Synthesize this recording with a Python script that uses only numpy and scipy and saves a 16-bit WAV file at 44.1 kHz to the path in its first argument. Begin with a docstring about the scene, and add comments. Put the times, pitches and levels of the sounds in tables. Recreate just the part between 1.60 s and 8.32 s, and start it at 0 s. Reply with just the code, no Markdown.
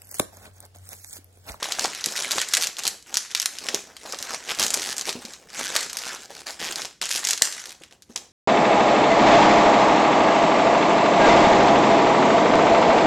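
"""Stick-slip friction on a latex balloon

Fingers twist a balloon close by in a small quiet room. The rubber sticks and lets go in sharp
snaps (spiked noise bursts) and short creaks (rows of near-even slips) over a crackle of dense
small slips. Squeezed bubbles thud (damped tones with noise puffs). A short tail of random-sign
taps and a faint room tone (coloured noise) surround the balloon.
"""
import sys
import numpy as np
from scipy import signal
from scipy.fft import rfft, irfft, next_fast_len
from scipy.io import wavfile
from scipy.ndimage import uniform_filter1d

SR = 44100
rng = np.random.default_rng(int(sys.argv[2]) if len(sys.argv) > 2 else 0)


def persist_wave(psi):
    """Save psi, clipped to +-1, as 16-bit WAV."""
    counts = np.round(np.clip(psi, -1, 1) * 32767).astype(np.int16)
    wavfile.write(sys.argv[1], SR, np.atleast_2d(counts).T)


N = 296352  # length in samples


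def amp(db):
    """Decibel law: the amplitude gain of a level in dB."""
    return 10 ** (np.asarray(db) / 20)


def evened(x):
    """Power normalisation: scales a signal to rms 1."""
    return x / np.sqrt(np.mean(x ** 2) + 1e-20)


def read(points, hz):
    """Logarithmic frequency scale: interpolates a table evenly per octave."""
    f, value = np.transpose(points)
    return np.interp(np.log(hz + 1), np.log(f + 1), value)


def coloured(x, points):
    """Linear filtering: weights the spectrum of a signal by a table of levels."""
    length = x.shape[-1]
    size = next_fast_len(length)
    gain = amp(read(points, np.fft.rfftfreq(size, 1 / SR)))
    return irfft(rfft(x, size) * gain, size)[..., :length]


def add(mix, s, sound):
    """Superposition: adds a sound into the mix at time s in seconds."""
    part = mix[max(round(s * SR), 0):][:len(sound)]
    part += sound[:len(part)]


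# Faint room tone, spectral shape only: [f/Hz, level/dB]
ROOM_TONE = [(20, -41), (60, 0.5), (110, -6), (220, -6), (500, -9), (1000, -55), (6000, -75.5),
             (16000, -50)]
ROOM_TONE_DB = -65  # rms


def room_tone():
    """Stationary noise: a steady random signal is described by its spectrum and rms level."""
    return amp(ROOM_TONE_DB) * evened(coloured(rng.standard_normal(N), ROOM_TONE))


# Strokes of the fingers over the rubber:
# [start t/s, rise/s, hold/s, crackle level/dB, air in the bubbles against crackle/dB]
STROKES = [(-.01, 0.0046, 0.014, -39.5, -10.5), (0.03, .01, 0.089, -32.5, -8.5),
           (0.148, 0.055, 0.056, -29, -7), (0.28, 0.011, 0.12, -34, -16.5),
           (0.428, 0.031, 0.059, -33, -9.5), (0.533, 0.025, 0.11, -29.5, -12.5),
           (0.683, 0.026, .11, -26, -14.5), (0.863, 0.047, 0.15, -31, -12), (1, .01, 0.018, -49, -28),
           (1.148, 0.037, .05, -39, -8), (1.233, .02, 0.016, -32, -8.5), (1.45, 0.022, 0.11, -43.5, -5),
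           (1.534, .01, 0.1, -39, -30), (1.688, 0.014, 0.0093, -37, -15), (1.742, 0.0066, 0.23, -38.5, -15),
           (1.978, 0.038, 0.17, -37.5, -4.5), (2.253, .02, .04, -53.5, 3.5), (2.312, 0.15, .08, -38.5, -7),
           (2.555, 0.035, 0.12, -37, -8), (2.664, 0.028, 0.055, -30.5, -14), (2.816, 0.092, 0.012, -29, -9),
           (2.961, 0.033, 0.051, -27, -4), (3.09, 0.022, 0.2, -33, -6.5),
           (3.356, 0.015, 0.051, -40.5, -1.5), (3.443, 0.03, 0.005, -29, -8), (3.536, 0.022, .07, -47, 2),
           (3.609, 0.012, 0.12, -44.5, -9), (3.777, .02, 0.063, -58.5, 7.5), (3.886, .11, 0.009, -27, -11),
           (4.032, 0.022, 0.14, -31, -11.5), (4.124, 0.024, 0.082, -28.5, -14),
           (4.278, 0.072, 0.12, -39, -9), (4.423, 0.056, 0.048, -32, -11), (4.57, .02, 0.043, -45.5, -4),
           (4.687, 0.015, 0.11, -46, -2), (4.857, 0.0074, 0.038, -34.5, -6.5),
           (4.987, 0.0083, 0.13, -34, -4.5), (5.152, 0.019, 0.042, -32, -10.5),
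           (5.413, 0.0044, 0.01, -23, -18), (5.487, 0.042, 0.21, -31.5, -12), (5.81, 0.0083, 0.03, -31, -9),
           (5.9, 0.017, 0.1, -36, -17.5), (6.053, 0.0071, 0.056, -47.5, -5.5), (6.193, .015, .03, -50, -9),
           (6.31, 0.0074, 0.011, -58, 2), (6.43, .02, .05, -66, -13), (6.491, 0.0049, 0.0081, -50, -5),
           (6.563, 0.0078, 0.013, -44.5, -2)]
TOUCH_DB = -20.5  # a stroke starts this far under its level


def stroked(db, fall_db_per_s):
    """Power addition: strokes rise, hold and release, and overlapping ones add in power."""
    start, rise, hold = np.transpose(STROKES)[:3, :, None]
    t = np.arange(0, N / SR + .002, .001) - start  # 1 ms grid, from each start
    rising_db = TOUCH_DB * np.clip(1 - t / np.maximum(rise, .002), 0, 1)
    falling_db = -fall_db_per_s * np.maximum(t - rise - hold, 0)
    gains = amp(db[:, None] + rising_db + falling_db) * (t >= 0)
    gain = np.sqrt((gains ** 2).sum(0))
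    return np.interp(np.arange(N) / SR, t[0] + start[0], gain)


# Spectral shape of the taut latex, also heard in every slip: [f/Hz, level/dB]
SKIN = [(150, -49), (700, -12), (1600, 1), (2600, -1), (4300, -1), (6500, 0.5), (8000, -3), (10000, -7),
        (12000, -8), (14500, -19.5), (17000, -57)]
# Spectral shape of the air in the bubbles: [f/Hz, level/dB]
AIR = [(30, -11.5), (100, -10), (220, 1.5), (450, 5), (800, 4.5), (1300, -7), (2500, -22)]
# Spectral shape of the top of the crackle: [f/Hz, level/dB]
FIZZ = [(6000, -77), (8500, 5.5), (10500, 8.5), (13000, -1.5), (16000, -63)]
FIZZ_DB = -14  # fizz of the skin against the crackle
SKIN_FALL, AIR_FALL, FIZZ_FALL = 197, 178, 240  # release after the hold, dB per s


def rubbing(per_s=400., spread_db=3.0, hiss=1.0, air_hiss=1.76, fizz_hiss=0.2, patchy_db=3.):
    """Random slip friction: dense uneven slips over a smooth scrape drive both skin and air."""
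    level_db, air_db = np.transpose(STROKES)[3:]
    skin_gain = stroked(level_db, SKIN_FALL)
    air_gain = stroked(level_db + air_db, AIR_FALL)
    fizz_gain = stroked(level_db + FIZZ_DB, FIZZ_FALL)

    size = amp(spread_db * np.minimum(rng.exponential(1, N), 3))
    impulses = size * (rng.random(N) < per_s / SR)
    decay = np.exp(-np.arange(200) / (.5 * SR / 1000))  # time constant 0.5 ms
    slipping = evened(signal.oaconvolve(impulses, decay)[:N])
    noise = rng.standard_normal(N)

    # the fizz takes over from the skin at the top
    dull_skin = [(hz, db) for hz, db in SKIN if hz < 9000] + [(11000, -40), (16000, -60)]
    skin = evened(coloured((slipping + hiss) * noise, dull_skin))
    air = evened(coloured((slipping + air_hiss) * noise, AIR))
    fizz = evened(coloured((slipping + fizz_hiss) * noise, FIZZ))
    crackle = skin_gain * skin + air_gain * air + fizz_gain * fizz

    # the contact wanders over bubbles of different tension, so the colour comes in patches
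    z = signal.stft(crackle, nperseg=256)[2]
    patches = uniform_filter1d(rng.standard_normal(z.shape), size=5, axis=0)
    patches = uniform_filter1d(patches, size=8, axis=1)
    patch_gain = amp(patchy_db * evened(patches) - 4.0)  # trims the stroke levels by 4 dB
    return signal.istft(z * patch_gain, nperseg=256)[1][:N]


# Thuds of squeezed bubbles, level before the envelope: [t/s, level/dB, f/Hz]
THUDS = [(0.024, -14, 670), (0.112, -39, 647), (0.186, -13, 770), (0.247, -8, 720), (0.466, -26.5, 338),
         (0.756, -25.5, 325), (0.78, -8, 890), (2.083, -21.5, 570), (2.141, -18, 400), (2.452, -27.5, 446),
         (2.534, -17, 695), (2.997, -28, 400), (3.167, -23, 400), (3.553, -27.5, 244), (3.645, -37, 201),
         (4.154, -15, 680), (4.997, -36, 380), (5.247, -25, 570), (5.417, -26.5, 620), (5.553, -25.5, 570),
         (5.814, -23, 636), (6.21, -37.5, 318), (6.496, -38, 237), (6.558, -20, 750)]


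def thuds(cycles=3., rise_ms=1.5, width=1.6):
    """Damped resonance: a dull puff around and below the pitch; low bubbles ring clearer."""
    out = np.zeros(N)
    t = np.arange(3000) / SR
    f = np.fft.rfftfreq(3000, 1 / SR)
    noises = rng.standard_normal((len(THUDS), 3000))
    for (s, db, hz), noise in zip(THUDS, noises):
        below, above = (hz / (f + 1)) ** 1.5, (f / hz / width) ** 3
        puff = evened(irfft(rfft(noise) / (1 + below + above)))
        ring = 170 / hz * np.sin(2 * np.pi * hz * t)
        rise = 1 - np.exp(-t * 1000 / rise_ms)
        decay = np.exp(-t * hz / cycles)  # time constant in cycles of the pitch
        add(out, s, amp(db) * (ring + .5 * puff) * rise * decay)
    return out


def slips(hz, ms, octaves=0.89, focus_db=10.5, rattle=0.28, clumps_db=4.):
    """Stick-slip release: each row is a spike and a weaker rattle of the skin, brightest near hz."""
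    lead, rise_ms, spike = 64, .14, .11  # samples before the release; ms; share of ms
    rattle_db, longest_ms = -14, 2.6
    t = (np.arange(1024) - lead) / SR * 1000  # ms
    onset = np.exp(np.minimum(t, 0) / rise_ms)  # the rubber starts to creep just before it lets go
    t = np.maximum(t, 0)
    ms = np.maximum(ms, .3)[:, None]

    noise = rng.standard_normal((len(hz), 1024))
    after_slips = uniform_filter1d(rng.standard_normal(noise.shape), size=24, axis=1)
    clumps = amp(clumps_db * evened(after_slips))
    sharp = np.sign(noise) * np.exp(-t / (spike * ms))
    rattling = amp(rattle_db) * clumps * noise * np.exp(-rattle * t / np.minimum(ms, longest_ms))
    burst = (sharp + rattling) * onset

    f = np.fft.rfftfreq(1024, 1 / SR)
    distance = np.log2((f + 1) / hz[:, None]) / octaves
    focus = focus_db * np.exp(-.5 * distance ** 2)
    out = irfft(rfft(burst) * amp(read(SKIN, f) + focus))
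    # level 0 dB is the loudest running power over 20 samples
    top = uniform_filter1d(out ** 2, 20, axis=1).max(1, keepdims=True)
    return out / np.sqrt(top), lead / SR


# Clear snaps of rubber letting go: [t/s, level/dB, centre f/Hz]
SNAPS = [(0.0289, -15, 4250), (.043, -18, 4170), (0.1213, -15.5, 4760), (0.1946, -8.5, 4500),
         (0.2432, -14.5, 4700), (0.2565, -14, 3700), (0.3496, -21.5, 5460), (0.4093, -26, 4480),
         (0.4416, -11, 4940), (0.4603, -8, 6550), (0.487, -26, 5000), (.5225, -22, 4970),
         (0.5653, -19, 4400), (0.5727, -17, 5400), (0.6232, -16.5, 5200), (.7094, -14, 5000),
         (0.717, -13, 5300), (0.727, -21, 4500), (0.7834, -12.5, 3160), (0.816, -11, 4100),
         (0.8873, -19.5, 5930), (.937, -5.5, 4770), (0.9406, -16, 4000), (0.95, -7, 5700),
         (0.9702, -8, 4900), (1.0712, -12, 5460), (1.1686, -23.5, 4450), (1.1855, -22, 6200),
         (1.192, -18, 6400), (1.236, -20, 6000), (1.2534, -14.5, 4500), (1.268, -12, 5430),
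         (1.2776, -7.5, 6370), (1.4257, -37.5, 6530), (1.5426, -11.5, 5740), (1.556, -14, 5200),
         (1.571, -1.5, 6400), (1.575, -13.5, 5070), (1.715, -26.5, 4670), (1.7498, -6, 3520),
         (1.7534, -24, 4100), (1.765, -23, 4500), (1.774, -21, 4630), (1.7998, -8.5, 5130),
         (1.818, -15.5, 6200), (1.827, -20, 5300), (1.8587, -7, 6030), (1.9863, -20, 6400),
         (2.0674, -24, 4300), (2.087, -12.5, 3800), (2.127, -38, 6500), (2.146, -6, 5560),
         (2.367, -31, 4300), (2.461, -31.5, 3480), (2.5242, -19, 5500), (2.546, -23.5, 2900),
         (2.5882, -23.5, 4500), (2.6267, -17, 5440), (2.949, -24, 5700), (2.9883, -17, 4600),
         (2.9968, -11.5, 4470), (3.0077, -14, 5240), (3.0184, -14, 4940), (3.028, -8, 5200),
         (3.037, -9.5, 5400), (3.046, -16, 5000), (3.0655, -12, 5630), (3.082, -16, 5700),
         (3.1048, -12, 6900), (3.1385, -15, 6500), (3.1419, -6.5, 6700), (3.1675, -20, 4900),
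         (3.1735, -18, 4930), (3.2199, -17.5, 4900), (3.3669, -20.5, 6400), (3.3819, -14, 6550),
         (3.395, -21, 5800), (3.412, -14.5, 6200), (3.493, -13, 4740), (3.528, -20, 5930),
         (3.652, -24.5, 4340), (3.736, -28.5, 4570), (3.9029, -33.5, 4700), (4.153, -16, 5200),
         (4.1635, -5, 4000), (4.23, -19, 5170), (4.298, -23, 4600), (4.331, -22.5, 6200),
         (4.3703, -15.5, 6130), (4.3873, -23, 5600), (4.4793, -26, 5270), (4.548, -25.5, 5850),
         (5.124, -21, 3500), (5.1585, -14.5, 5140), (5.219, -18, 4430), (5.2491, -22, 5130),
         (5.254, -19.5, 5000), (5.4157, -13.5, 5400), (5.456, -18, 5200), (5.492, -18, 6300),
         (5.5074, -17.5, 6000), (5.5126, -13, 5800), (5.5611, -13, 6600), (5.579, -18.5, 5840),
         (5.5932, -20.5, 5600), (5.642, -19.5, 5000), (5.6506, -8, 6500), (5.672, -9.5, 6050),
         (5.688, -12, 5900), (5.6922, -16, 5500), (5.701, -14, 6000), (5.7085, -7.5, 6300),
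         (5.711, -12.5, 5500), (5.733, -10, 5030), (5.777, -18.5, 4960), (5.821, 4, 5100),
         (5.8537, -15.5, 5000), (5.925, -22, 5400), (6.057, -27, 4800), (6.072, -34, 4800),
         (6.0934, -29, 4800), (6.2364, -30.5, 3140), (6.3108, -42.5, 2900), (6.3251, -37.5, 3580),
         (6.4224, -37.5, 5300), (6.5609, -13, 4500), (6.5765, -21.5, 4580)]
SNAP_MS, MS_PER_DB = 1, 0.06  # nominal length at 0 dB, and growth per dB below it
SNAP_SPREAD = .2  # random spread of the length, octaves


def snaps():
    """Elastic release: a hard snap is short, a weak one drags, and each has its own colour."""
    s, db, hz = np.transpose(SNAPS)
    spread = 2 ** (SNAP_SPREAD * rng.standard_normal(len(s)))
    sounds, lead = slips(hz, (SNAP_MS - MS_PER_DB * db) * spread)
    out = np.zeros(N)
    for at, level_db, sound in zip(s, db, sounds):
        add(out, at - lead, amp(level_db) * sound)
    return out


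# Tail decay: [f/Hz, t60/s]
ROOM = [(200, 0.44), (600, 0.24), (1500, 0.43), (4000, 0.4), (10000, 0.34)]


def room(x, gap_ms=2.15):
    """Exponential reverberation: bands of random-sign taps each die at their own speed.

    Moving hands fade between four such tails, seven rounds a second.
    """
    shape = (2, 4, SR // 2)
    taps = rng.choice([-1., 1.], shape) * (rng.random(shape) < .1)
    hz, t, z = signal.stft(taps, SR, nperseg=256)
    decay = amp(-60 * t / read(ROOM, hz)[:, None])
    tail = signal.istft(z * decay, SR, nperseg=256)[1]
    # silent for one gap, then fades in over another
    tail *= np.clip(np.arange(tail.shape[2]) / SR * 1000 / gap_ms - 1, 0, 1)
    tail /= np.linalg.norm(tail[0, 0])
    turn = 2 * np.pi * (7 * np.arange(N) / SR + np.arange(4)[:, None] / 4)
    shares = x * np.maximum(np.cos(turn), 0)  # squares of the four fades sum to one
    return signal.fftconvolve(shares[None], tail, axes=2).sum(1)[:, :N]


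# Creaks, rows of near-even slips:
# [first slip t/s, end t/s, slips per s at start, at end, level/dB, centre f/Hz, bubble ring f/Hz]
CREAKS = [(1.012, 1.049, 170, 180, -14.5, 6400, 6100), (2.893, 2.921, 152, 160, -20, 2500, 1240),
          (3.189, 3.205, 110, 75, -20.5, 4500, 1890), (3.231, 3.278, 110, 78, -22, 5050, 1870),
          (3.291, 3.329, 135, 130, -21, 5330, 1730), (3.455, 3.512, 150, 200, -23.5, 4600, 2250),
          (3.96, 3.989, 110, 230, -41, 3730, 1570), (4.032, 4.092, 115, 87, -21, 4640, 1540),
          (4.42, 4.499, 112, 146, -26.5, 4640, 1500), (4.606, 4.661, 130, 190, -37.5, 5000, 1490),
          (4.698, 4.755, 124, 150, -40.5, 4900, 1480), (4.752, 4.817, 74, 73, -34, 3870, 1750),
          (4.869, 4.91, 174, 64, -29, 3650, 1520), (4.997, 5.115, 168, 156, -24.5, 3800, 1870),
          (5.517, 5.578, 112, 142, -19, 5900, 2510), (6.107, 6.131, 74, 230, -30, 4330, 2540)]


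def creaks(ms=.55, spread_db=1.5, ring_db=-9., t60=.014):
    """Relaxation oscillation: under steady pull one spot slips at a nearly even pace.

    The pace drifts with the tension and the bubble rings along; a row has at most 16 slips.
    """
    out = np.zeros(N)
    t = np.arange(1024) / SR
    for start, end, first, last, db, hz, ring_hz in CREAKS:
        sounds, lead = slips(np.full(17, hz), np.full(17, ms))
        after = t - lead
        ring = amp(ring_db - 60 * np.abs(after) / t60) * np.sin(2 * np.pi * ring_hz * after) * (after > 0)
        common = sounds[0]
        s = start
        for own, (louder, later) in zip(sounds[1:], rng.standard_normal((16, 2))):
            if s < end:
                slip = 0.75 * common + 0.74 * own + ring
                add(out, s - lead, amp(db + spread_db * louder) * slip)
                s += (1 + .04 * later) / np.interp(s, [start, end], [first, last])
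    return out


# Gain of the side signal of the tail: [f/Hz, level/dB]
WIDE = [(250, -56), (700, -39.5), (2800, -30), (6000, -20.5), (14000, -23)]


def scene():
    """Mid-side stereo: the balloon stands in the middle and only its room tail has width."""
    balloon = rubbing() + thuds() + snaps() + creaks()
    mid_tail, side_tail = room(balloon)
    mid = balloon + amp(-11.5) * mid_tail + room_tone()
    side = coloured(side_tail, WIDE)
    return np.array([mid + side, mid - side])


EDGE_HZ = 16800  # upper band limit


def record(dry):
    """Soft saturation and band limiting: tanh rounds the loudest peaks, then a low-pass acts."""
    ceiling = .9
    rounded = ceiling * np.tanh(dry / ceiling)
    low_pass = signal.firwin(511, EDGE_HZ, window=("kaiser", 9), fs=SR)
    return signal.oaconvolve(rounded, low_pass[None], "same")


dry = scene()
out = record(dry)
persist_wave(out)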